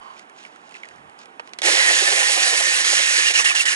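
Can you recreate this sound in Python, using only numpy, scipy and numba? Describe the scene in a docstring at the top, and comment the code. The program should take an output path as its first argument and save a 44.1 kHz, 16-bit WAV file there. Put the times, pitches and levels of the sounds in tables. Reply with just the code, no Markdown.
"""A drill with a sanding disc works on a board: random grit grains rasp, and narrow noise rings the disc.
A wavering tone whines for the gears and the board's modes thud; late on, the skipping disc squeals.
Before that, someone outdoors shifts about on gravel, swings the tool, sets it down and clicks the trigger.
Gravel is short rings and scuffs of noise; distant traffic and breeze are soft coloured noise.
Two microphone ports hear it all with uneven level and phase."""
import sys
import numpy as np
from scipy import signal
from scipy.fft import rfft, irfft
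from scipy.io import wavfile
from scipy.ndimage import uniform_filter1d
from numba import njit

SR = 44100
rng = np.random.default_rng(int(sys.argv[2]) if len(sys.argv) > 2 else 0)


def materialize(psi):
    """Save the field psi as 16-bit PCM at rate SR to the path in sys.argv[1].

    A 1-D psi becomes a single channel; in a 2-D psi each row is a channel.
    """
    bounded = np.clip(np.atleast_2d(psi).T, -1, 1)
    quanta = np.round(bounded * 32767).astype(np.int16)
    wavfile.write(sys.argv[1], SR, quanta)


def gain_from_db(level_db):
    """Convert decibel levels to linear amplitude factors (20 dB per decade)."""
    decades = np.asarray(level_db, float) / 20
    return 10 ** decades


N = 165375
T = np.arange(N) / SR
HZ = np.fft.rfftfreq(N, 1 / SR) + 1  # the 1 keeps logarithms finite

# Levels in the tables are relative: the functions add their own trims.
# distant traffic and breeze: pitch_hz, level_db per Hz
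AIR_COLOUR = [(15, -78), (25, -49), (193, -10.5), (219, -7), (472, -6), (509, -10.5), (747, -4), (1010, -7),
              (1340, -10.5), (3120, -20), (4240, -30), (11200, -34.5), (14600, -78), (22000, -120)]
# low bump of a footfall: time_s, level_db
FOOTFALL = [(0.85, -74), (0.978, -57), (1.096, -64), (1.11, -87), (1.15, -78)]
# scuffs of shoes in gravel: middle_s, length_s, level_db
SCUFFS = [(0.06, .12, -71), (0.178, 0.11, -57.5), (0.417, 0.11, -53.5), (0.533, 0.066, -62.5),
          (0.76, 0.36, -59), (.85, .12, -82), (.96, 0.053, -71), (1.215, 0.058, -53), (1.47, .05, -63)]
# colour of the scuffs: pitch_hz, level_db per Hz
SCUFF_COLOUR = [(880, -39), (1500, 4), (2060, -4), (2480, 4.5), (2990, 0.5), (6820, -1.5), (11200, -22.5),
                (14600, -54), (22000, -120)]
# crunches of single stones: start_s, level_db, ring_hz, hiss_db relative to the ring
CRUNCHES = [(0.0336, -47, 3140, -7), (0.165, -43, 2370, -12), (0.194, -37, 2170, -2),
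            (0.2967, -41.5, 1730, -5), (0.4369, -40, 2640, -8), (0.4499, -31.5, 2370, -13),
            (0.4626, -40, 2010, -8), (0.5598, -41, 1460, -7), (0.6926, -49.5, 2700, 3.5),
            (0.7098, -42, 2570, -6), (0.7214, -36.5, 1950, -10), (0.7422, -36, 2640, -9),
            (0.7504, -30, 2030, -22), (0.7584, -33, 2110, -18), (0.7664, -35.5, 2620, -7.5),
            (0.833, -29, 2150, -20), (0.8444, -35, 1980, -22), (0.8545, -34, 1930, -15),
            (0.8871, -39, 2450, -1.5), (0.9093, -37, 1870, -21), (0.96, -47, 1540, -3),
            (0.9817, -46, 1880, -14), (1.0969, -47.5, 2200, -2), (1.1893, -41, 5040, -1),
            (1.257, -40.5, 2230, -3)]
# hollow whoosh as the tool swings by: time_s, centre_hz, level_db
WHOOSH = [(0.0, 1060, -67), (0.014, 1090, -47), (0.068, 1050, -46), (0.09, 1000, -47.5),
          (0.112, 1030, -46.5), (0.166, 1070, -58), (0.2, 1010, -65)]
# its upper bands: pitch_hz, width_hz, level_db
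WHOOSH_OVERTONES = [(3030, 110, -15.5), (4570, 90, -22)]
# rings as the disc is set on the board: pitch_hz, level_db, t60_s (time to fall 60 dB, capped later)
KNOCK = [(338, -12, 0.026), (474, -5, 0.082), (764, -10, 0.21), (1860, -18, 0.096), (2480, -2, 0.023),
         (3150, -21, 0.084), (4274, -38, 0.13)]
# trigger clicks: start_s, level_db, t60_s of the tail
TRIGGER = [(1.4747, -34, 0.062), (1.492, -40, 0.05), (1.5346, -25.5, 0.054), (1.5874, -17, 0.074),
           (1.6184, -11, 0.11)]
# colour of the clicks: pitch_hz, level_db per Hz
TRIGGER_COLOUR = [(290, -57), (500, -4.5), (934, -10), (1260, -15), (2200, 1.5), (2480, -8), (3210, -4.5),
                  (6000, -10), (11200, -23), (14600, -56), (22000, -120)]
# ringing modes of the board: pitch_hz, width_hz (before widening), level_db
BOARD_MODES = [(334, 31, -4.5), (383, 76, -1), (475, 19, -6.5), (555, 45, 0.5), (687, 47, -5),
               (772.4, 99, 2.5), (999, 30, -7), (1230, 77, -10.5)]
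# limits between the board's low, middle and high modes: pitch_hz
MODE_GROUP_HZ = [430, 660]
# high spots of the disc thud on the board: peak_s, low_db, middle_db, high_db
THUDS = [(1.685, -21.5, -29.5, -32), (1.777, -48, -40, -36), (1.814, -65, -43, -37.0),
         (1.86, -60.5, -52, -44), (1.909, -53, -33.5, -29), (1.944, -70, -60, -62), (2.026, -37, -34, -40),
         (2.083, -58, -48, -38), (2.126, -39, -43, -34), (2.188, -50.4, -41, -37), (2.224, -64, -49, -33),
         (2.297, -59, -39, -34.5), (2.378, -44, -32, -34.9), (2.423, -46.9, -49, -40),
         (2.469, -63, -40.7, -34.7), (2.534, -40, -36, -31), (2.61, -61, -42, -33),
         (2.672, -50.3, -38.5, -55), (2.717, -52, -41, -45), (2.809, -49, -40.9, -38),
         (2.935, -35.5, -35.5, -34.5), (3.001, -49, -36.5, -38.5), (3.113, -52, -41, -42),
         (3.19, -46, -38, -58), (3.309, -48, -38, -37.5), (3.401, -62, -42, -38), (3.449, -49.4, -63, -43),
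         (3.502, -49, -52, -41), (3.552, -70, -70, -41)]
# gear mesh tone: time_s, pitch_hz, level_db
WHINE = [(1.92, 1572, -49.5), (2.04, 1693, -42), (2.075, 1769, -29), (2.17, 1825, -29.5),
         (2.27, 1853, -31.5), (2.4, 1868, -36), (2.5, 1850, -30.5), (2.6, 1810, -31), (2.68, 1834, -31.5),
         (2.76, 1815, -35), (2.87, 1836, -32.5), (3.0, 1850, -38), (3.15, 1878, -30.5), (3.3, 1850, -35),
         (3.5, 1780, -33), (3.6, 1820, -32), (3.75, 1804, -39)]
# rough ring of the gear housing: time_s, level_db
HOUSING = [(1.64, -25), (1.69, -26.5), (1.74, -25.5), (1.86, -21.5), (1.95, -24), (2.02, -31), (2.6, -31),
           (3.2, -28), (3.75, -24)]
# pressure of disc on board: time_s, rasp_db, board_db relative to the rasp
CONTACT = [(1.62, -30.5, -1), (1.66, -24, -7.5), (3.27, -25, -21.5), (3.75, -27.5, -19)]
# level as the drill spins up: time_s, level_db
SPIN_UP = [(1.617, -36), (1.632, -3), (1.652, 2), (1.68, 0.5)]
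# colour of the grit's rasp: pitch_hz, level_db per Hz
RASP_COLOUR = [(35, -71), (60, -41), (272, -53.5), (338, -29), (535, -12), (711, -25), (811, -13),
               (1260, -11.5), (1820, -2), (2120, -2.5), (3510, -4), (7230, -3.5), (10500, -10), (11200, -9),
               (14600, -36), (22000, -120)]
# ringing of the disc: pitch_hz, width_hz, level_db
SCRAPES = [(2300, 240, -17.5), (2800, 134, -17), (2980, 67, -23.5), (4150, 530, -16), (5420, 100, -18),
           (6150, 150, -14.5), (6940, 130, -22.5)]
# the disc skips off the board: landing_s, depth_db, lifting_s
SKIPS = [(2.315, 1.5, 0.04), (2.618, 7, 0.01), (2.841, 6.5, 0.04), (3.335, 12, 0.027), (3.441, 13, .035),
         (3.546, 12.5, 0.058), (3.651, 16.5, 0.031), (3.76, 19, 0.037)]
# squeals of the skipping disc: start_s, length_s, level_db, pitch_hz at the middle
SQUEALS = [(2.981, 0.049, -34, 2870), (3.255, 0.048, -28, 2800), (3.27, 0.025, -42, 2470),
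           (3.348, 0.028, -26.5, 2850), (3.363, 0.038, -26.5, 2640), (3.384, 0.022, -24.5, 2793),
           (3.39, 0.0295, -32.5, 1160), (3.289, .03, -35, 2740), (3.302, .025, -33, 2300),
           (3.445, .025, -32, 3010), (3.499, .03, -35, 2330), (3.558, 0.018, -30, 2950),
           (3.598, 0.032, -33, 2300), (3.452, 0.0267, -26, 2796), (3.486, 0.029, -25.5, 2640),
           (3.505, 0.016, -36, 1156), (3.555, 0.027, -25.5, 2800), (3.585, 0.032, -27.5, 2730),
           (3.664, 0.026, -27.5, 2830)]
# level of the left port: pitch_hz, left_minus_right_db
LEFT_DB = [(60, 10), (110, 4), (190, 1), (350, -10), (620, -15.5), (1120, -7.0), (2010, -5.5), (3610, -5.5),
           (6470, -5.0), (11600, -4.5)]
# phase lead of the left port: pitch_hz, lead_radians
LEFT_LEAD = [(0, 4), (430, 0.05), (690, 2), (1210, 3), (7150, 1.44), (10800, 0.52), (11300, 1.3),
             (11800, -7.5)]
# power share of common sound at the left port: pitch_hz, share
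ALIKE = [(60, .2), (200, 1), (700, 0.92), (1700, 0.68), (4000, 0.96), (7500, 1), (9000, 0.25),
         (11000, 0.41)]


def unit(x):
    """Scales the average power to 1."""
    return x / np.sqrt(np.mean(x ** 2))


def curve(rows, col=1, off=None):
    """Joins a table's points over time; off is the value outside them."""
    a = np.array(rows, float)
    return np.interp(T, a[:, 0], a[:, col], off, off)


def over_hz(rows):
    """Joins a table's points over pitch, on a log scale."""
    a = np.array(rows, float)
    return np.interp(np.log(HZ), np.log(a[:, 0] + 1), a[:, 1])


def noise(count=N):
    """Two unrelated noises: the sound common to both ports and the scattered rest."""
    return rng.standard_normal((2, count))


def colour(x, rows):
    """Gives sound the spectrum in a table, at power 1."""
    return unit(irfft(rfft(x) * gain_from_db(over_hz(rows)), N))


@njit
def svf(x, hz, width):
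    """Resonant band-pass filter with a moving centre."""
    y = np.empty_like(x)
    for c in range(len(x)):
        b, l = 0., 0.  # band and low states
        for i in range(x.shape[1]):
            g, k = np.tan(np.pi * hz[i] / SR), width / hz[i]
            v = (b + g * (x[c, i] - l)) / (1 + g * (g + k))
            b, l, y[c, i] = 2 * v - b, l + 2 * g * v, k * v
    return y


def band(x, hz, width):
    """One resonance, at power 1."""
    return unit(svf(x, hz + np.zeros(x.shape[1]), 1. * width))


def steep(x, hz, width):
    """Two resonances in a row, for steeper sides."""
    return band(band(x, hz, width), hz, width)


def walk(rate):
    """Slow random wander with spread near 1; rate in new values per second."""
    k = int(SR / rate)
    steps = np.repeat(rng.standard_normal(N // k + 1), k)
    return 1.66 * uniform_filter1d(uniform_filter1d(steps, k), k)[:N]


def tone(hz):
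    """A sine that goes only into the sound common to both ports."""
    phase = 2 * np.pi * (np.cumsum(hz) / SR + rng.random())
    return np.sin(phase) * np.array([[np.sqrt(2)], [0]])


def add(out, at, x):
    """Mixes x in from a moment on."""
    i = max(int(at * SR), 0)
    out[..., i:i + x.shape[-1]] += x[..., :N - i]


def swell(at, rise, fall):
    """A short rise to 1 at a moment, then a fall."""
    out, t = np.zeros(N), T[:8192] - .06
    add(out, at - .06, np.exp(np.where(t < 0, t / rise, -t / fall)))
    return out


def decay(at, t60):
    """A sudden start, then a fall of 60 dB in t60 seconds."""
    return (T >= at) * gain_from_db(-60 * np.abs(T - at) / t60)


def air():
    """Distant traffic and breeze as coloured noise, with one soft footfall."""
    bump = steep(noise(), 140.0, 170.0) * gain_from_db(curve(FOOTFALL, off=-120))
    return colour(noise(), AIR_COLOUR) * gain_from_db(-51.5 + 0.27 * walk(4.4)) + bump


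def gravel():
    """Single stones tick and ring briefly amid soft scuffs of uneven noise."""
    t60_s, width_hz, pitched = .022, 1300, .9
    scuff = sum(gain_from_db(db) * np.exp(-(2 * (T - s) / length) ** 2) for s, length, db in SCUFFS)
    grit_db = np.minimum(3 * rng.exponential(size=N), 20)
    out = colour(noise() * gain_from_db(grit_db), SCUFF_COLOUR) * scuff * gain_from_db(2 * walk(150))
    hiss, t = steep(noise(), 4900.0, 10000.0), T[:2048]
    for s, db, hz, hiss_db in CRUNCHES:
        ring = pitched * tone(hz + 0 * t) + steep(noise(count=2048), hz, width_hz)
        ring = ring * (1 - np.exp(-t / 0.001)) * gain_from_db(-60 * t / t60_s)
        tick = gain_from_db(hiss_db + 4.5) * hiss[:, int(s * SR):][:, :2048] * gain_from_db(-60 * t / 0.01)
        add(out, s, gain_from_db(db - 4.5) * (ring + tick))
    return out


def whoosh():
    """The swinging tool: hollow bands of noise that swell and fade."""
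    hollow = band(noise(), curve(WHOOSH), 90.)
    hollow = hollow + sum(gain_from_db(db) * band(noise(), hz, w) for hz, w, db in WHOOSH_OVERTONES)
    return hollow * gain_from_db(curve(WHOOSH, 2, off=-120))


def knock():
    """The disc set on the board: a tick of noise and fading sines."""
    start_s = 1.396
    out = gain_from_db(-30.5) * decay(start_s, 0.038) * steep(noise(), 1070.0, 2000.0)
    for hz, db, t60 in KNOCK:
        ring = np.sin(2 * np.pi * hz * (T - start_s))
        out = out + gain_from_db(db - 34.5) * decay(start_s, min(t60, .07)) * ring
    return out


def trigger():
    """Plastic clicks: each a sharp burst of noise and a weaker, longer tail."""
    clicks = 0
    for s, db, t60 in TRIGGER:
        clicks = clicks + gain_from_db(db - 7.5) * (decay(s, 0.0074) + 0.29 * decay(s, t60))
    return clicks * colour(noise(), TRIGGER_COLOUR)


def board():
    """The board's modes hum under the disc and flare at each thud."""
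    rows = np.array(THUDS)
    shapes = np.array([swell(at, 0.0087, 0.0074) for at in rows[:, 0]])  # rise and fall in s
    out = 0
    for hz, width, mode_db in BOARD_MODES:
        group = 1 + np.searchsorted(MODE_GROUP_HZ, hz)
        struck = gain_from_db(rows[:, group] - 1.5) @ shapes
        hum = gain_from_db(curve(CONTACT) + curve(CONTACT, 2) + 2.9 * walk(25.04))
        # widened because the filter pair narrows the band
        mode = steep(noise(), hz, width * 2.19)
        out = out + gain_from_db(mode_db) * (gain_from_db(-11.5) * hum + struck) * mode
    return out


def gears(lift):
    """The mesh tone wavers inside the rough ring of the housing; both dip a little at skips."""
    turn_hz, turn_peak_s, turn_db = 10.1, 2.08, 2.2
    wobble, flicker_db, skip_share = .005, 2.2, .25
    turn = turn_db * np.cos(2 * np.pi * turn_hz * (T - turn_peak_s))
    mesh_db = curve(WHINE, 2, off=-120) - 3 + flicker_db * walk(50) + turn
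    mesh = tone(curve(WHINE) * (1 + wobble * walk(60))) * gain_from_db(mesh_db)
    ring = band(noise(), 1850 * (1 + 0.024 * walk(24)), 117)  # centre and width in Hz
    ring = ring * gain_from_db(curve(HOUSING) - 6 + 2 * walk(29.9) + turn / 2)
    return (mesh + ring) * gain_from_db(-skip_share * lift)


def scrapes():
    """The disc rings in wandering bands of noise; those from 2 to 3.3 kHz grow with time."""
    growth_db_per_s = 2.5
    out = 0
    for hz, width, db in SCRAPES:
        growth = (2000 < hz < 3300) * growth_db_per_s * (T - 2.5)
        level = gain_from_db(db + 2.8 * walk(21.73) + growth)
        out = out + level * band(noise(), hz * (1 + 0.043 * walk(12)), width)
    return out


def grit():
    """Random grains rasp over steady noise, and each pitch range wanders in level."""
    grains_per_s, spread_db, patchy_db = 9000, 2, 0.94
    size = gain_from_db(spread_db * np.clip(rng.standard_normal(N), -2, 2))
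    hits = rng.random(N) < grains_per_s / SR
    grains = colour(noise() * (.5 + hits * size), RASP_COLOUR)
    out = 0
    for hz in 100 * 2 ** np.arange(0, 7, .5):  # overlapping bands half an octave apart
        octaves = np.log2(np.clip(HZ, 100, 9051) / hz)
        share = np.cos(np.pi * np.clip(octaves, -.5, .5)) ** 2
        out = out + irfft(rfft(grains) * share, N) * gain_from_db(patchy_db * walk(28.174))
    return out


def squeals(out):
    """Adds the skipping disc's squeals: falling noise bands, a clean tone and an octave above."""
    width_hz, sag_hz_per_s, clean_db, octave_db = 57, 1500, -3.5, -13
    for s, length, db, hz in SQUEALS:
        n = int(length * SR)
        # the first 0.05 s (2205 samples) lets the filters settle and is cut off
        pitch = hz - sag_hz_per_s * (T[:8192] - length / 2 - .05)
        rub = band(noise(count=8192), pitch, width_hz)
        clean = tone(pitch * (1 + 0.0063 * walk(162)[:8192]))
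        octave = band(noise(count=8192), 2 * pitch, 2 * width_hz)
        squeal = rub + gain_from_db(clean_db) * clean + gain_from_db(octave_db) * octave
        add(out, s, gain_from_db(db) * squeal[:, 2205:2205 + n] * signal.windows.tukey(n, .6))


def sanding():
    """Skips cut the contact and each landing bursts; board and gears sound along with the rasp."""
    landing_s, burst_db, burst_s = 0.0057, 1.5, 0.0054
    lift, burst = 0, 0
    for s, db, up in SKIPS:
        height = np.where(T < s, 1 + (T - s) / up, 1 - (T - s) / landing_s)
        lift = lift + db * np.clip(height, 0, 1) ** 1.7
        burst = burst + db / 10 * burst_db * swell(s + landing_s, landing_s, burst_s)
    rasp_db = 2.5 + curve(CONTACT) - lift + burst + .5 * walk(20)
    rasp = (grit() + scrapes()) * gain_from_db(rasp_db)
    running = gain_from_db(curve(SPIN_UP)) * (T > SPIN_UP[0][0])
    out = (rasp + board() + gears(lift)) * running
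    squeals(out)
    return out


def scene():
    """Near sounds lose their lows below 300 Hz; the air keeps its own."""
    near = gravel() + whoosh() + knock() + trigger() + sanding()
    low_cut = signal.butter(4, 300, "high", fs=SR, output="sos")
    return air() + signal.sosfilt(low_cut, near)


def low_pass(x):
    """Removes everything above the highest recorded frequency."""
    return signal.sosfilt(signal.butter(12, 12220, fs=SR, output="sos"), x)


def record(dry):
    """The left port differs in level and phase and hears scattered sound; peaks are rounded, treble cut."""
    soft_clip, top_hz = .9, 11020
    common, scattered = rfft(dry)
    left = gain_from_db(over_hz(LEFT_DB)) * np.exp(1j * over_hz(LEFT_LEAD))
    alike = np.clip(over_hz(ALIKE), 0, 1)
    # makes the average of the two ports keep the scene's colour
    pair = 2 / np.sqrt(1 + abs(left) ** 2 + 2 * np.sqrt(alike) * left.real)
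    left_sound = left * (np.sqrt(alike) * common + np.sqrt(1 - alike) * scattered)
    ports = irfft(pair * np.array([left_sound, common]), N)
    rounded = np.tanh(soft_clip * ports) / soft_clip
    treble_cut = signal.ellip(12, .3, 80, top_hz, fs=SR, output="sos")
    mix = signal.sosfilt(treble_cut, rounded)
    return low_pass(mix)


dry = scene()
out = record(dry)
materialize(out)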